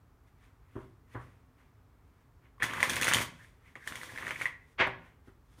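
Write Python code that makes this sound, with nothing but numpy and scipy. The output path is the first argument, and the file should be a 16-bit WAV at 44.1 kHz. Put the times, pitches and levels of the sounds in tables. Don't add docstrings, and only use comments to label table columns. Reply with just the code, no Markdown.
import sys
import numpy as np
from scipy import signal
from scipy.io import wavfile
from scipy.ndimage import uniform_filter1d

SR = 44100
rng = np.random.default_rng(int(sys.argv[2]) if len(sys.argv) > 2 else 0)


def generate_wav(signal):
    frames = np.transpose(np.atleast_2d(signal))
    scaled = np.clip(frames, -1, 1) * 32767
    pcm = np.round(scaled).astype(np.int16)
    wavfile.write(sys.argv[1], SR, pcm)


N = 246959

# t/s, rubbing level/dB, fine hiss level/dB
PUSH_LEVELS = [
    [(2.6, -46.5, -70), (2.666, -45, -55.5), (2.79, -43, -54), (2.86, -43.5, -46), (3.02, -41, -56),
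     (3.09, -41.5, -65), (3.14, -37.5, -52), (3.22, -40, -39.5), (3.3, -79, -80)],
    [(3.756, -49.5, -78), (3.835, -86, -69.5), (3.865, -53, -60), (4.03, -57.5, -56), (4.12, -56, -58.5),
     (4.3, -47, -57), (4.35, -58, -61), (4.426, -48, -51.5), (4.506, -72, -74.5), (4.6, -95, -97)],
]
# f/Hz, level/dB per Hz
CARD_BODY_SPECTRUM = [(290, -47.5), (500, -2), (786, -8), (1030, 1), (1310, -2), (2100, 3.5), (2730, -5.5),
                      (3240, -8.5), (3740, -16.5), (5000, -33.5), (6500, -35.5), (11000, -120)]
# f/Hz, level/dB per Hz
CARD_FACE_SPECTRUM = [(2060, -24), (3500, -2.5), (3750, -8), (4840, -11), (5860, -9.5), (6440, -10),
                      (7650, -12.5), (9200, -9.5), (12100, -16.5), (15200, -19), (16000, -43)]
# f/Hz, level/dB per Hz
HAND_SHOVE_SPECTRUM = [(35, -30.5), (60, -11), (113, -0.5), (195, -9.5), (259, -5), (451, -9.5), (900, -23),
                       (1170, -37), (1980, -120)]
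# t/s, ring peak level/dB, ring f/Hz, crisp edge level/dB,
# ring decay constant/cycles
SNAP_EVENTS = [(2.581, -53.5, 1120, -81, 3.5), (2.602, -37, 1890, -74, 2.8), (2.623, -16, 1780, -45, 3.1),
               (2.63, -17.5, 1920, -34.5, 2.6), (2.64, -19.5, 1840, -41.5, 1.5),
               (2.697, -31, 1940, -61, 1.8), (2.736, -27.5, 1580, -49, 2.3),
               (2.804, -20.5, 1880, -41.5, 1.5), (2.829, -9, 2024, -33.5, 1.95),
               (2.896, -25.5, 1720, -31.5, 3.6), (2.903, -29, 2574, -40, 4.6),
               (2.934, -22, 2050, -39, 0.89), (2.958, -53, 3100, -34, 2.4),
               (2.966, -18.5, 2160, -38.5, 0.72), (3.013, -25, 1770, -33, 3),
               (3.023, -20, 1930, -33.5, 2.3), (3.031, -20, 2600, -37, 3.7), (3.044, -22.5, 1828, -31, 1),
               (3.070, -17.5, 1880, -34.5, 1.2), (3.08, -20, 1756, -35, 1), (3.082, -14.5, 1646, -41.5, .9),
               (3.087, -27, 2300, -31, 2), (3.114, -15.5, 1750, -57, 1.2), (3.121, -19, 1680, -39.5, 1.4),
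               (3.128, -22, 2905, -46.5, 3.8), (3.136, -14, 1895, -25.5, 2.1), (3.146, -16, 3170, -32, 2.9),
               (3.169, -18, 1970, -38, 1.2), (3.185, -28, 2520, -45, 3.2), (3.218, -25, 2055, -35.5, 1.8),
               (3.755, -34.5, 1910, -64, 2.8), (3.875, -26.5, 1770, -41.5, 3.2),
               (3.923, -29, 1600, -56, 1.5), (3.956, -29.5, 2000, -45, 2), (4.014, -33, 1950, -63, 2.4),
               (4.033, -31, 1600, -49, 1), (4.16, -34, 1710, -65, 2.6), (4.176, -29.5, 1960, -54, 2.3),
               (4.185, -28.5, 1830, -57, 2), (4.225, -30, 1800, -62, 2.4), (4.268, -26, 1840, -53.5, 2.8),
               (4.28, -31.5, 1540, -51, 2.3), (4.308, -20.5, 1970, -49, 1.45),
               (4.413, -22, 1730, -58, 0.94), (4.417, -25.5, 2190, -46, 4.4),
               (4.456, -17.5, 1952, -49.5, 4.9), (4.464, -23.5, 2050, -72, 5.8)]
# mean f/Hz, mean level/dB relative to the crisp edge, t60/s
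EDGE_MODES = [(3250, 5.5, 0.0095), (6585, 7, 0.0066), (9150, 8, 0.005), (12520, -1.5, 0.00072)]
# t/s, slap level/dB, hardness as top f/Hz, time to full contact/s,
# settling time constant/s, card body level/dB, table thump level/dB relative to slap, thump centre f/Hz
KNOCK_EVENTS = [(.754, -52.5, 1140, 0.0014, 0.042, -12, 10.5, 280),
                (1.145, -46.5, 1530, 0.0024, 0.036, -5.5, 3.5, 212),
                (4.776, -26, 3910, 0.031, 0.027, 10, -12.5, 469),
                (4.862, -40, 1260, 0.0091, 0.012, -15, -3.5, 327),
                (5.26, -66.5, 2005, 0.0205, 0.021, -7, 7.5, 330),
                (5.577, -73, 1500, 0.00372, 0.014, -2.5, 6.5, 300)]
# f/Hz, level/dB before the struck spot weights them, t60/s
TABLE_MODES = [(67.6, 1, 0.14), (128.1, 7.5, 0.16), (177.4, 2.5, 0.1), (281, 6.5, 0.059), (332, 9, 0.063),
               (384.5, 5, 0.12), (632, 6.5, 0.066), (945, -6, .08), (1165, -3, .1), (1770, 1, .08)]
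# loudest t/s, soft rub level/dB, fine hiss level/dB,
# swell time/s, fade time/s
BRUSH_STROKES = [(.282, -71, -80, .04, 0.041), (.446, -66.5, -75.5, 0.1, 0.1),
                 (.75, -71.5, -84, 0.18, 0.032), (.818, -68.5, -76, 0.17, 0.15),
                 (1.14, -61.5, -69.5, 0.073, 0.024), (1.216, -65.5, -74, 0.092, 0.26),
                 (1.59, -69, -80, 0.032, 0.18), (2.24, -80, -87, 0.88, 0.069),
                 (2.458, -67, -86, 0.059, 0.074), (3.44, -64, -68.5, 0.32, 0.16),
                 (3.68, -66, -74, 0.11, 0.15), (4.73, -74.5, -76.5, 0.28, .05),
                 (5.063, -63.5, -77.5, 0.13, 0.14), (5.276, -71.5, -76, 0.055, 0.085),
                 (5.54, -74.5, -75, 0.13, 0.088), (5.59, -75, -67, 0.035, 0.091)]
# t/s, level/dB, f/Hz, length/s
POCKET_RUBS = [(3.384, -56.5, 1840, 0.053), (3.441, -56, 1913, 0.014), (3.645, -62.5, 2220, 0.063),
               (3.792, -54.5, 1900, 0.078), (4.086, -47, 1950, 0.024), (4.356, -37.5, 2120, 0.011),
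               (4.397, -41.5, 2130, 0.012)]
# delay t/s, level/dB
NEAR_ECHOES = [(.0078, -16), (0.012, -24.5), (0.018, -26.5), (.026, -25.5)]
# f/Hz, t60/s
ROOM_DECAY = [(100, 1), (300, 0.51), (900, 0.45), (2000, 0.39), (5000, 0.36), (12000, 0.22)]
# f/Hz, level/dB per Hz
AIR_SPECTRUM = [(15, -44), (25, -0.5), (49, 4), (114, 0.5), (206, -15), (263, -9), (317, -17), (439, -14.5),
                (503, -22), (1190, -20), (2910, -36), (10400, -43.5), (14800, -40), (16000, -45.5)]

SHOVE_DB, SHOVE_FOLLOW = -13, 0.81
SECOND_EDGE_S, SECOND_EDGE_DB = 0.00797, 1.5
BRUSH_DEPTH_DB = 20
AIR_DB = -60.5
LOW_CUT_HZ, EDGE_HZ = 42, 16100


def amp(db):
    return 10 ** (np.asarray(db) / 20)


def evened(x):
    return x / np.sqrt(np.mean(x ** 2) + 1e-20)


def add(mix, s, sound):
    part = mix[round(s * SR):][:len(sound)]
    part += sound[:len(part)]


def filtered(x, order, hz, kind="lowpass"):
    return signal.sosfilt(signal.butter(order, hz, kind, fs=SR, output="sos"), x)


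def colour(points, size=4096):
    f, db = np.transpose(points)
    hz = abs(np.fft.fftfreq(size, 1 / SR))
    curve_db = np.interp(np.log(hz + 1), np.log(f + 1), db)
    log_gain = np.log(amp(np.maximum(curve_db, -100)))
    spectrum = np.exp(np.conj(signal.hilbert(log_gain)))
    taps = np.fft.ifft(spectrum).real[:size // 2]
    return taps / np.linalg.norm(taps)


def drift(cutoff_hz):
    return evened(filtered(rng.standard_normal(N), 2, cutoff_hz))


def levels(tables):
    t, out = np.arange(N) / SR, np.zeros((len(tables[0][0]) - 1, N))
    for rows in tables:
        s, *dbs = np.transpose(rows)
        active = (t >= s[0]) & (t < s[-1])
        out += active * amp([np.interp(t, s, db) for db in dbs])
    return uniform_filter1d(out, size=200)


def catch_sizes(spread_db):
    return amp(spread_db * np.minimum(rng.exponential(1, N), 4))


def slide():
    rub, hiss = levels(PUSH_LEVELS) * amp(0.8 * drift(40))
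    shove = amp(SHOVE_DB) * rub_power_law(rub)
    rub = rub * evened(chatter(600, 4.7) + 2.64 * rng.standard_normal(N))
    out = signal.oaconvolve(rub, colour(CARD_BODY_SPECTRUM))
    out += signal.oaconvolve(hiss * grit(1300, 2.2, 1.5), colour(CARD_FACE_SPECTRUM))
    out += signal.oaconvolve(shove * grit(150, 4.8, 0.77), colour(HAND_SHOVE_SPECTRUM))
    return out[:N]


def rub_power_law(rub):
    return abs(rub) ** SHOVE_FOLLOW


def chatter(per_s, spread_db, count=16):
    t, out = np.arange(300) / SR, np.zeros(N)
    pitches = np.geomspace(900, 3600, count)
    for hz, cycles in zip(pitches, rng.uniform(0.99, 1.3, count)):
        slips = catch_sizes(spread_db) * (rng.random(N) < per_s / count / SR)
        ring = np.exp(-t * hz / cycles) * np.sin(2 * np.pi * hz * t)
        out += signal.oaconvolve(slips, evened(ring))[:N]
    return evened(out)


def grit(per_s, spread_db, smooth):
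    size = catch_sizes(spread_db) * rng.choice([-1, 1], N)
    catches = evened(size * (rng.random(N) < per_s / SR))
    return evened(catches + smooth * rng.standard_normal(N))


def snaps():
    out, t = np.zeros(N), np.arange(3000) / SR
    for s, db, hz, crisp_db, cycles in SNAP_EVENTS:
        noise = rng.standard_normal(len(t))
        u = t * hz / cycles
        ring = (1 - np.exp(-3 * u)) * np.exp(-u) * np.sin(2 * np.pi * hz * t)
        flick = np.exp(-t / 0.00015) * np.sin(2 * np.pi * 900 * t)
        settle = signal.oaconvolve(noise * np.exp(-t / 0.017), colour(CARD_BODY_SPECTRUM))[:len(t)]
        rough = amp(-3 * cycles) * flick + amp(-1.2 * cycles - 14.5) * settle
        scrape = signal.oaconvolve(noise * np.exp(-t / 0.024), colour(CARD_FACE_SPECTRUM))[:len(t)]
        edge = edge_ring(t) * (1 - np.exp(-t / 0.00015))
        crisp = amp(crisp_db) * (edge + amp(-3.5) * scrape)
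        add(out, s, amp(db) * (ring / abs(ring).max() + rough) + crisp)
    return out


def edge_ring(t):
    out = np.zeros(len(t))
    for f, db, t60 in EDGE_MODES:
        level_scatter, pitch_scatter = rng.standard_normal(2)
        decay = amp(db + 3 * level_scatter - 60 * t / t60)
        out += decay * np.sin(2 * np.pi * f * (1 + .04 * pitch_scatter) * t)
    return out


def knocks():
    out, t = np.zeros(N), np.arange(SR // 2) / SR
    for s, db, top_hz, rise, settle, card_db, thump_db, centre_hz in KNOCK_EVENTS:
        sign, size = rng.standard_normal((2, len(t)))
        contact = np.minimum(t / rise, 1) ** 2 * np.exp(-np.maximum(t - rise, 0) / settle)
        arrivals = sign * amp(6.6 * size) * contact
        dulled = filtered(arrivals, 3, top_hz)
        slap = filtered(dulled, 2, 0.36 * top_hz, "highpass")
        slap += amp(card_db) * signal.oaconvolve(dulled, colour(CARD_BODY_SPECTRUM))[:len(t)]
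        slap += amp(-36.5) * signal.oaconvolve(arrivals, colour(CARD_FACE_SPECTRUM))[:len(t)]
        blow = np.exp(-((t - .7 * rise) / 0.00018) ** 2)
        second = np.exp(-((t - 0.701 * rise - SECOND_EDGE_S) / 0.00053) ** 2)
        blow += amp(SECOND_EDGE_DB) * second
        force = evened(blow) + 3.2 * evened(arrivals)
        thump = signal.oaconvolve(force, table_top(t, centre_hz))[:len(t)]
        loud = slice(0, SR // 20)
        slap, thump = slap / slap[loud].std(), thump / thump[loud].std()
        add(out, s, amp(db) * (slap + amp(thump_db) * thump))
    return out


def table_top(t, centre_hz):
    out = np.zeros(len(t))
    for hz, db, t60 in TABLE_MODES:
        octaves = abs(np.log2(hz / centre_hz))
        out += amp(db - 6.2 * octaves - 60 * t / t60) * np.sin(2 * np.pi * hz * t)
    return out


def brush():
    t, power = np.arange(N) / SR, np.zeros((2, N))
    for s, rub_db, hiss_db, swell, fade in BRUSH_STROKES:
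        away = np.maximum((s - t) / swell, (t - s) / fade)
        power += (amp([[rub_db], [hiss_db]]) * amp(-BRUSH_DEPTH_DB * away)) ** 2
    rub, hiss = np.sqrt(power) * amp(0.5 * drift(25)) * rng.standard_normal((2, N))
    body = signal.oaconvolve(rub, colour(CARD_BODY_SPECTRUM))
    return (body + signal.oaconvolve(hiss, colour(CARD_FACE_SPECTRUM)))[:N]


def rubs():
    out, t = np.zeros(N), np.arange(SR // 8) / SR
    for s, db, hz, length in POCKET_RUBS:
        tone = filtered(rng.standard_normal(len(t)), 2, [hz * 0.84, hz * 1.094], "bandpass")
        swell = np.sin(np.pi * np.minimum(t / length, 1))
        add(out, s, amp(db) * evened(tone) * swell)
    return out


def room(x):
    taps = np.zeros(SR // 2)
    at = np.arange(300, len(taps) - 20, 20)
    taps[at + rng.integers(0, 20, len(at))] = rng.choice([-1., 1.], len(at))
    hz, t, bands = signal.stft(taps, SR, nperseg=256)
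    f, t60 = np.transpose(ROOM_DECAY)
    decay = amp(-60 * t / np.interp(hz, f, t60)[:, None])
    tail = signal.istft(bands * decay, SR, nperseg=256)[1]
    tail *= amp(-11.5) / np.linalg.norm(tail)
    for s, db in NEAR_ECHOES:
        tail[round(s * SR)] += amp(db)
    return signal.oaconvolve(x, tail)[:N]


def air():
    noise = rng.standard_normal(N)
    tone = evened(signal.oaconvolve(noise, colour(AIR_SPECTRUM, size=16384))[:N])
    rumble = filtered(tone, 2, 200)
    return amp(AIR_DB) * (tone + rumble * (amp(0.5 * drift(5.0)) - 1))


def scene():
    cards = slide() + snaps() + knocks() + brush() + rubs()
    return (cards + room(cards) + air())[None]


def record(dry):
    thin = filtered(dry, 4, LOW_CUT_HZ, "highpass")
    band_limit = signal.firwin(511, EDGE_HZ, window=("kaiser", 9), fs=SR)
    return signal.oaconvolve(thin, band_limit[None], "same")


dry = scene()
out = record(dry)
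generate_wav(out)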